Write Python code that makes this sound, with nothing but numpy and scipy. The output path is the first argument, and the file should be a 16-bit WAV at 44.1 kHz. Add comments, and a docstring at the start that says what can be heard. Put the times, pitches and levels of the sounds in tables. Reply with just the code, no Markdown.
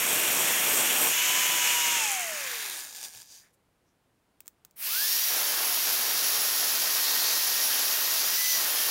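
"""A handheld belt sander grinds rust off a steel pipe: the motor whines over fan air, belt rush and
brush hiss, and grit scrapes while the belt touches. It lifts off and runs free; near 2 s power is cut
and it coasts down, slack gears rattling their housing, to a stop at 3.5 s. After a pause in the quiet
room the switch clicks a few times. At 4.8 s the sander spins up, turned another way, and grinds on."""
import sys
import numpy as np
from scipy import signal
from scipy.fft import rfft, irfft
from scipy.io import wavfile
from scipy.ndimage import uniform_filter1d

SR = 44100
rng = np.random.default_rng(int(sys.argv[2]) if len(sys.argv) > 2 else 0)


def int16_out(signal):
    """Quantize to a 16-bit WAV file."""
    q = np.round(np.clip(np.atleast_2d(signal).T, -1, 1) * 32767)
    wavfile.write(sys.argv[1], SR, q.astype(np.int16))


N = 392490
TIME_S = np.arange(N) / SR
OFF_S, SLACK_S, STOP_S = 1.96, 2.25, 3.5  # power cut, gears slack, drive still
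FREE_HZ, TOP_HZ = 985, 15750


def undb(db):
    """Decibels to gain."""
    return 10 ** (np.asarray(db) / 20)


def unit(x):
    """Scale to rms 1."""
    return x / np.sqrt(np.mean(x ** 2))


def curve(table, column=1):
    """One table column, interpolated linearly in time."""
    rows = np.array(table)
    return np.interp(TIME_S, rows[:, 0], rows[:, column])


def span(start_s, end_s, edge_s):
    """Smooth gate."""
    return (1 + np.tanh((TIME_S - start_s) / edge_s / 2)) * (1 + np.tanh((end_s - TIME_S) / edge_s / 2)) / 4


def bump(centre_s, width_s):
    """Bell-shaped swell."""
    return np.exp(-((TIME_S - centre_s) / width_s) ** 2)


def walk(rate_hz):
    """Smooth random wander, rms 1."""
    step = max(int(SR / rate_hz), 1)
    held = np.repeat(rng.standard_normal(N // step + 1), step)
    return unit(uniform_filter1d(held, step)[:N])


def grains(per_s, spread_db):
    """Tiny random impacts of unequal size."""
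    hits = rng.random(N) < per_s / SR
    return hits * rng.standard_normal(N) * undb(spread_db * rng.standard_normal(N))


def turns(hz):
    """Running cycle count."""
    return np.cumsum(hz) / SR


def colour(x, outline):
    """Filter by a (Hz, dB) outline, falling 12 dB per octave below its first point."""
    hz, db = np.transpose(outline)
    f = np.maximum(np.fft.rfftfreq(len(x), 1 / SR), 1)
    response = undb(np.interp(np.log(f), np.log(hz), db)) * np.minimum(f / hz[0], 1) ** 2
    return irfft(rfft(x) * response, len(x))


def ring(x, modes):
    """Parallel resonances (Hz, width in Hz, dB) of alternating sign."""
    f = np.maximum(np.fft.rfftfreq(N, 1 / SR), 1)
    response = sum((-1) ** k * undb(db) / (1 + 1j * (f * f - hz * hz) / (f * width_hz))
                   for k, (hz, width_hz, db) in enumerate(modes))
    return irfft(rfft(x) * response, N)


def driven(law, hz, load):
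    """Gain of a moving part; law is (free dB, loaded dB, exponent of speed)."""
    free_db, loaded_db, exponent = law
    return undb(free_db + (loaded_db - free_db) * load) * (hz / FREE_HZ) ** exponent


# Room noise spectrum. Each row: frequency in Hz, gain in dB.
ROOM_SPECTRUM = [(25, -13), (50, -5), (100, -3.5), (190, -5), (320, -7), (550, -10), (1200, -15),
                 (3000, -22), (6000, -27.5), (9000, -27), (15500, -32)]
def room_tone(level_db):
    """Steady low background noise."""
    return unit(colour(rng.standard_normal(N), ROOM_SPECTRUM)) * undb(level_db)


# Scuffs of the stopping belt and the hands; squeals of the belt on the pipe or rollers.
# Each row: centre in seconds, half-width in seconds, pitch in Hz, bandwidth in Hz, level in dB.
SCUFFS = [(2.64, 0.2, 3750, 650, -44), (3.18, 0.037, 100, 49.5, -67), (3.33, .09, 4850, 200, -60),
          (3.34, 0.06, 6000, 800, -51.5), (3.45, 0.045, 1790, 500, -65.5), (3.543, .012, 9060, 5000, -69),
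          (3.89, 0.028, 5800, 702, -78.5)]
SQUEALS = [(.52, .08, 1900, 150, -36), (.72, 0.11, 13000, 1800, -34), (.9, .1, 2890, 250, -35.5),
           (1.04, 0.065, 12800, 1500, -29), (1.25, .08, 2440, 700, -33), (1.68, .07, 2500, 700, -32),
           (2.52, 0.2, 2100, 1000, -39), (4.83, 0.038, 2100, 900, -49), (4.95, .035, 2800, 1500, -39),
           (7.217, 0.23, 4180, 550, -34), (7.725, 0.033, 1714, 300, -39), (7.749, 0.052, 2950, 401, -39),
           (8.8, 0.065, 3200, 200, -39.5)]
def rubbing(swells):
    """Friction excites short swells of rough ringing."""
    bites = grains(9000, spread_db=2)
    return sum(unit(ring(bites, [(hz, bandwidth_hz, 0)])) * undb(db) * bump(centre_s, width_s)
               for centre_s, width_s, hz, bandwidth_hz, db in swells)


# Spectrum of a hard contact. Each row: frequency in Hz, gain in dB.
CONTACT_SPECTRUM = [(100, -13.5), (500, -0.5), (2000, -6), (5000, -8), (7500, -2.5), (11000, -11),
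                    (15500, -1)]
# Switch clicks. Each row: start in seconds, peak in dB, tilt in dB per octave.
CLICKS = [(4.405, -29, 1.5), (4.4512, -57, 1), (4.4552, -50, 2), (4.4592, -41, 0.5), (4.469, -46, 2),
          (4.479, -22, 3), (4.6495, -32.5, 1), (4.7105, -39, 1.5)]
def switch(snap_s, body_s, body_db, tail_s, tail_db):
    """Each click is a sharp snap, a short plastic ring and a faint room tail."""
    out, t = np.zeros(N), np.arange(SR // 8) / SR
    decay = np.exp(-t / snap_s) + undb(body_db) * np.exp(-t / body_s)
    decay += undb(tail_db) * np.exp(-t / tail_s)
    lead = SR // 200
    for start_s, peak_db, tilt_db in CLICKS:
        burst = np.pad(decay * rng.standard_normal(len(t)), (lead, 0))
        click = colour(burst, [(hz, db + tilt_db * np.log2(hz)) for hz, db in CONTACT_SPECTRUM])
        start = int(start_s * SR) - lead
        out[start:start + len(click)] += undb(peak_db) * click / np.abs(click).max()
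    return out


# Modes of the sander's arm. Each row: frequency in Hz, width in Hz, gain in dB.
ARM_MODES = [(105, 18, -12.5), (217, 21, 8), (370, 66, -1.5), (470, 48, 4)]
# Spells of droning. Each row: start in seconds, end in seconds, level in dB.
DRONES = [(2.13, 2.38, -62.5), (2.4, 3.1, -74), (4.818, 5.246, -64.5)]
def arm_drone():
    """The arm resonates during parts of the coast and the run-up."""
    envelope = sum(undb(db) * span(start_s, end_s, edge_s=.025) for start_s, end_s, db in DRONES)
    return unit(ring(rng.standard_normal(N), ARM_MODES)) * envelope


# Gear housing modes. Each row: frequency in Hz, width in Hz, gain in dB.
HOUSING_MODES = [(830, 182, -9), (1660, 110, 0.5), (2390, 600, -7), (3750, 610, -1.5), (4570, 160, 0.5),
                 (4900, 120, 3.5), (5300, 200, -1.5), (5706, 180, 2.5), (6340, 300, 1), (7060, 209, 4),
                 (7520, 256, -1), (7900, 800, -3), (8720, 350, 0), (9230, 280, -1), (10220, 400, -4),
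                 (11100, 450, -5.5), (12120, 400, -2), (13200, 1100, -5), (15500, 1200, -13.5)]
def housing(force, direct_db):
    """The housing rings; a little of each contact is heard directly."""
    return ring(force, HOUSING_MODES) + undb(direct_db) * colour(force, CONTACT_SPECTRUM)


def knocks(rate_hz, decay_s, scatter_db):
    """One decaying pulse of random size per cycle."""
    cycle, phase = np.divmod(turns(rate_hz), 1)
    size = undb(scatter_db * rng.standard_normal(N))[cycle.astype(int)]
    return size * np.exp(-phase / rate_hz / decay_s)


# Bouts of gear rattle. Each row: centre in seconds, half-width in seconds, level in dB.
RATTLES = [(2.79, 0.044, -41), (2.97, 0.041, -42.5), (3.043, 0.046, -40.5), (3.166, 0.07, -47.5),
           (3.35, 0.069, -54.5)]
def gears(hz, level_db, rub_db, ratio, slowest_hz, fade_from_s, fade_db_per_s):
    """Slack teeth knock unevenly and ring the housing, over the rub of the slowing belt."""
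    rate_hz = np.maximum(hz / ratio, slowest_hz) * undb(2 * walk(90))
    teeth = knocks(rate_hz, decay_s=.0017, scatter_db=3.5)
    force = rng.standard_normal(N) * (teeth + undb(rub_db))
    force /= np.sqrt(uniform_filter1d(force ** 2, size=1800))  # even out the level
    fade_db = fade_db_per_s * np.maximum(TIME_S - fade_from_s, 0)
    clatter = undb(level_db - fade_db) * span(SLACK_S, 10, edge_s=.09) * span(0, STOP_S, edge_s=.02)
    bout_power = sum((undb(db) * bump(centre_s, width_s)) ** 2 for centre_s, width_s, db in RATTLES)
    return unit(housing(force, direct_db=-13)) * np.sqrt(clatter ** 2 + bout_power)


# Hardest gear knocks. Each row: start in seconds, relative strength in dB.
JOLTS = [(2.843, -29), (2.967, -29), (2.973, -30), (2.986, -32), (3.015, -33), (3.029, -26), (3.038, -23),
         (3.046, -23), (3.054, -29), (3.161, -33), (3.212, -34), (3.218, -29.5)]
def jolts(contact_s, gain_db):
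    """A few teeth slam across their backlash."""
    force, t = np.zeros(N), np.arange(SR // 100) / SR
    for start_s, db in JOLTS:
        blow = rng.standard_normal(len(t)) * np.exp(-t / contact_s)
        start = int(start_s * SR)
        force[start:start + len(t)] += undb(db) * blow / np.linalg.norm(blow)
    return housing(force, direct_db=-17) * undb(gain_db)


def roller_ticks(hz, ratio, level_db, peak_s, rise_db_per_s, fall_db_per_s):
    """The geared-down drive roller ticks brightly once a turn, loudest around peak_s."""
    force = knocks(hz / ratio, decay_s=.0016, scatter_db=2) * rng.standard_normal(N)
    t = TIME_S - peak_s
    crest_db = np.minimum(rise_db_per_s * t, -fall_db_per_s * t)
    return unit(ring(force, [(7000, 1400, -2), (10000, 3500, 0)])) * undb(level_db + crest_db)


def commutator_buzz(hz, multiples, smear_rad, level_db):
    """Rough overtones sink into hearing one after another as the motor slows."""
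    phase = 2 * np.pi * turns(hz)
    tones = sum((k * hz < TOP_HZ) * np.sin(k * phase + smear_rad * walk(500)) for k in multiples)
    return tones * bump(2.62, .24) * undb(level_db)


# Brush spectra, runs 1 and 2. Each row: frequency in Hz, gain in dB.
BRUSH_SPECTRUM_1 = [(5000, -26.5), (9000, -8), (10200, -4.5), (11200, -3), (12200, -2.5), (13300, -1.5),
                    (14500, -6), (15800, -5)]
BRUSH_SPECTRUM_2 = [(5000, -35), (8800, -9.5), (10000, -7), (11300, -3.5), (12300, -3), (13200, -1),
                    (14500, -3.5), (15800, -1.5)]
def brush_hiss(hz, load, spectrum, law, unpowered_db=-6.5):
    """The brushes spark, less with the power off."""
    sparks = unit(colour(grains(24000, spread_db=2.3), spectrum))
    drop_db = unpowered_db * span(OFF_S, STOP_S, edge_s=.07)
    return sparks * undb(drop_db + .5 * walk(90)) * driven(law, hz, load)


# Fan air spectra, runs 1 and 2. 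Each row: frequency at full speed in Hz, gain in dB.
FAN_SPECTRUM_1 = [(200, -38.5), (700, -16.5), (1300, -8.5), (1900, -5), (2400, -1), (2950, -3), (3450, -4),
                  (4000, -14.5), (5500, -30), (9000, -45)]
FAN_SPECTRUM_2 = [(150, -35), (600, -15), (1100, -8), (1600, -4), (2400, -2), (3000, 1), (3600, -0.5),
                  (4200, -5.5), (7000, -29)]
def fan_air(hz, load, spectrum, law, droop):
    """Turbulent air; slower flow sounds lower."""
    turbulence = unit(colour(rng.standard_normal(N), spectrum))
    position = np.cumsum(np.minimum(hz / 920, 1) ** droop)
    air = np.interp(position, np.arange(N), turbulence)
    return air * undb(.42 * walk(40)) * driven(law, hz, load)


# The tool turning towards and away from the listener.
# Each row: time in seconds, fan tone gain in dB, belt rush gain in dB.
AIM = [(.1, -5, -1.5), (.9, 2, 0), (1.15, -4.5, -.5), (1.5, 2.5, -1), (1.67, -1, 0.3), (2.25, 5.5, 1),
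       (2.8, -5, -2.5), (5.1, -2.5, 0), (5.5, -7, -0.5), (6.2, -2.5, 0.5), (7.35, 5.5, 1.5), (8.1, 1, 0.6),
       (8.5, 4, 0.5)]
# Belt spectra, runs 1 and 2. Each row: frequency in Hz, gain in dB.
BELT_SPECTRUM_1 = [(2500, -32), (4000, -10), (4900, -9.5), (5500, -4), (6100, -2.5), (6750, 1),
                   (7400, -3.5), (8500, -8.5), (9600, -17.5), (13000, -38)]
BELT_SPECTRUM_2 = [(2500, -37), (3900, -4.5), (4700, 0), (5800, -0.5), (6700, -2.5), (7500, -7),
                   (8800, -18), (12000, -16.5)]
def belt_rush(hz, load, spectrum, law):
    """The belt crackles over its rollers."""
    crackle = unit(colour(grains(18000, spread_db=1.6), spectrum))
    return crackle * undb(curve(AIM, column=2) + .57 * walk(60)) * driven(law, hz, load)


# Grit spectra, runs 1 and 2. Each row: frequency in Hz, gain in dB.
GRIT_SPECTRUM_1 = [(50, -23.5), (85, -13), (130, -7), (250, -0.5), (600, 2.5), (1300, -1), (2500, -14.5),
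                   (4700, -8), (6300, -12.5), (7200, 0), (8300, 2), (9050, 3.5), (9700, -14),
                   (15000, -16.5)]
GRIT_SPECTRUM_2 = [(60, -48), (110, -24), (180, -9), (320, -1.5), (600, 3), (1300, 4.5), (2200, 1),
                   (4000, -15.5), (9000, -11.5), (15000, -29)]
def scrape(hz, pressure, spectrum, gain_db, free_db, exponent, chatter_db, hand_db):
    """Grit tears at the rust under an unsteady hand; the lifted belt still rasps on its rollers."""
    cuts = grains(9000, spread_db=3) * undb(chatter_db * walk(120) + hand_db * walk(18))
    contact = np.hypot(pressure, undb(free_db))
    return unit(colour(cuts, spectrum)) * undb(gain_db) * contact * (hz / FREE_HZ) ** exponent


# Motor tones, runs 1 and 2, one row per multiple of the pitch.
# Each row: free gain in dB, loaded gain in dB, exponent of speed.
TONE_LAWS_1 = [(-39.5, -54.5, 2.4), (-35.5, -44, 3.5), (-53.5, -43.5, 2), (-43.5, -57.5, 9)]
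TONE_LAWS_2 = [(-45, -51, 2), (-47, -50, 1.2), (-35.5, -42.5, 2.4), (-52, -39, 2.2)]
def whine(hz, load, laws, fan_db, multiples, jitter, flutter_db, sway_db, ripple_db, armature_db):
    """Tones of one slightly unsteady shaft: the lowest is the fan, the highest the commutator."""
    phase = 2 * np.pi * turns(hz * (1 + jitter * walk(70)))
    ripple_phase = 2 * np.pi * 4 * 60 * TIME_S  # fourth harmonic of 60 Hz mains
    out = np.zeros(N)
    for k, law in zip(multiples, laws):
        tone = np.sin(k * phase)
        if k == multiples[0]:
            tone *= undb(fan_db)
        if k == multiples[-1]:  # side tones from mains ripple and the turning armature
            tone += undb(ripple_db) * np.sin(k * phase - ripple_phase)
            tone += undb(armature_db) * np.sin((k + 2) * phase)
        waver = undb(flutter_db * walk(45) + sway_db * walk(7))
        out += np.sqrt(2) * tone * driven(law, hz, load) * waver
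    return out


# Strokes on the pipe. Each row: start in seconds, end in seconds, pressure in dB.
STROKES = [(-.1, 0.527, 0), (0.548, 1.12, 1), (1.42, 1.566, -9.5), (5.3, 5.79, 1), (5.82, 7.415, 0.1),
           (7.432, 8.35, -0.4), (8.53, 9, 0)]
def belt_pressure():
    """The belt seats and lifts quickly on each stroke."""
    return sum(undb(db) * span(start_s, end_s, edge_s=.012) for start_s, end_s, db in STROKES)


# Powered motor speed, sagging under load. Each row: time in seconds, whine pitch in Hz.
SPEED_1 = [(0.13, 932), (0.35, 944), (1.08, 947), (1.25, 990), (1.38, 1006), (1.65, 975), (1.96, 947)]
def first_run(pressure, coast_s, friction_hz):
    """Grind, lift off, then coast down against air drag and dry friction."""
    drag = np.exp(-np.maximum(TIME_S - OFF_S, 0) / coast_s)
    hz = np.maximum((curve(SPEED_1) + friction_hz) * drag - friction_hz, 10)
    load = np.minimum(uniform_filter1d(pressure, size=5000), 1)
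    out = whine(hz, load, TONE_LAWS_1, fan_db=curve(AIM), multiples=(1, 3, 6, 12), jitter=.0018,
                flutter_db=.8, sway_db=.4, ripple_db=-14.5, armature_db=-10.5)
    out += fan_air(hz, load, FAN_SPECTRUM_1, law=(-30, -30.5, 2.07), droop=.4)
    out += belt_rush(hz, load, BELT_SPECTRUM_1, law=(-29.5, -31.5, 3))
    out += brush_hiss(hz, load, BRUSH_SPECTRUM_1, law=(-30, -27.5, 1.1))
    out += scrape(hz, pressure, GRIT_SPECTRUM_1, gain_db=-31, free_db=-8, exponent=3.5,
                  chatter_db=.5, hand_db=1.8)
    out *= span(-1, 2.89, edge_s=.026)  # these die away before the gears stop
    out += gears(hz, level_db=-37.5, rub_db=-5.5, ratio=2.7, slowest_hz=138,
                 fade_from_s=2.697, fade_db_per_s=41)
    out += jolts(contact_s=.00071, gain_db=13)
    out += commutator_buzz(hz, multiples=(24, 30), smear_rad=1.5, level_db=-45)
    out += roller_ticks(hz, ratio=8.5, level_db=-38.5, peak_s=2.12, rise_db_per_s=59, fall_db_per_s=54)
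    return out


# Working speed of the motor. Each row: time in seconds, whine pitch once spun up in Hz.
SPEED_2 = [(5.27, 986), (5.4, 925), (5.56, 911), (5.83, 947.4), (6.05, 938), (6.65, 931.4), (7.05, 934.5),
           (7.22, 943), (7.5, 938), (7.72, 932), (8.03, 945), (8.18, 939), (8.3, 949), (8.42, 997),
           (8.5, 1005), (8.76, 884), (8.9, 918)]
def second_run(pressure, power_on_s, fade_in_s, turning_s, spin_up_s, sag_hz):
    """Spin up and grind on; a speed sag of sag_hz counts as full load."""
    working_hz = curve(SPEED_2)
    spin_up = 1 - np.exp(-np.maximum(TIME_S - turning_s, 0) / spin_up_s)
    hz = working_hz * np.maximum(spin_up, .1)
    load = np.clip((FREE_HZ - working_hz) / sag_hz, 0, 1.1)
    fan_db = curve(AIM) + 11.5 * bump(4.97, .12)  # the lowest tone sings out in the run-up
    out = whine(hz, load, TONE_LAWS_2, fan_db, multiples=(2, 4, 6, 12), jitter=.00168,
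                flutter_db=2, sway_db=1.5, ripple_db=-5, armature_db=-8)
    out += fan_air(hz, load, FAN_SPECTRUM_2, law=(-37, -36.5, .69), droop=.08)
    out += belt_rush(hz, load, BELT_SPECTRUM_2, law=(-31, -31.5, 1))
    out += brush_hiss(hz, load, BRUSH_SPECTRUM_2, law=(-25, -26, .45))
    out += scrape(hz, pressure, GRIT_SPECTRUM_2, gain_db=-38.5, free_db=-10, exponent=3.3,
                  chatter_db=.24, hand_db=.65)
    return out * np.clip((TIME_S - power_on_s) / fade_in_s, 0, 1) ** .93


def workshop(x, early_db, early_s, tail_db, t60_s):
    """Quick reflections off tool, pipe and bench, then a weak tail from floor and walls."""
    t = np.arange(SR // 2) / SR
    early = rng.standard_normal(len(t)) * np.exp(-t / early_s) * (t > .001)
    early = colour(early, [(1500, 0), (TOP_HZ, 0)])  # small surfaces reflect no bass
    tail = rng.standard_normal(len(t)) * np.exp(-np.log(1000) * t / t60_s) * (t > .004)
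    echoes = undb(early_db) * early / np.linalg.norm(early) + undb(tail_db) * tail / np.linalg.norm(tail)
    return x + signal.fftconvolve(x, echoes)[:N]


def scene():
    """Both runs, clicks and scuffs over the quiet room, the same in both channels."""
    pressure = belt_pressure()
    tool = arm_drone() + first_run(pressure, coast_s=1.22, friction_hz=300)
    tool += second_run(pressure, power_on_s=4.757, fade_in_s=.066, turning_s=4.792,
                       spin_up_s=.12, sag_hz=46)
    tool += rubbing(SQUEALS)
    tool = workshop(tool, early_db=-17, early_s=.003, tail_db=-14, t60_s=.19)
    clicks = switch(snap_s=.00095, body_s=.0048, body_db=-18, tail_s=.02, tail_db=-30)
    return np.tile(tool + clicks + room_tone(level_db=-71) + rubbing(SCUFFS), (2, 1))


def record(dry):
    """Steep low-pass at TOP_HZ."""
    return signal.sosfilt(signal.ellip(12, .1, 80, TOP_HZ, fs=SR, output="sos"), dry)


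dry = scene()
out = record(dry)
int16_out(out)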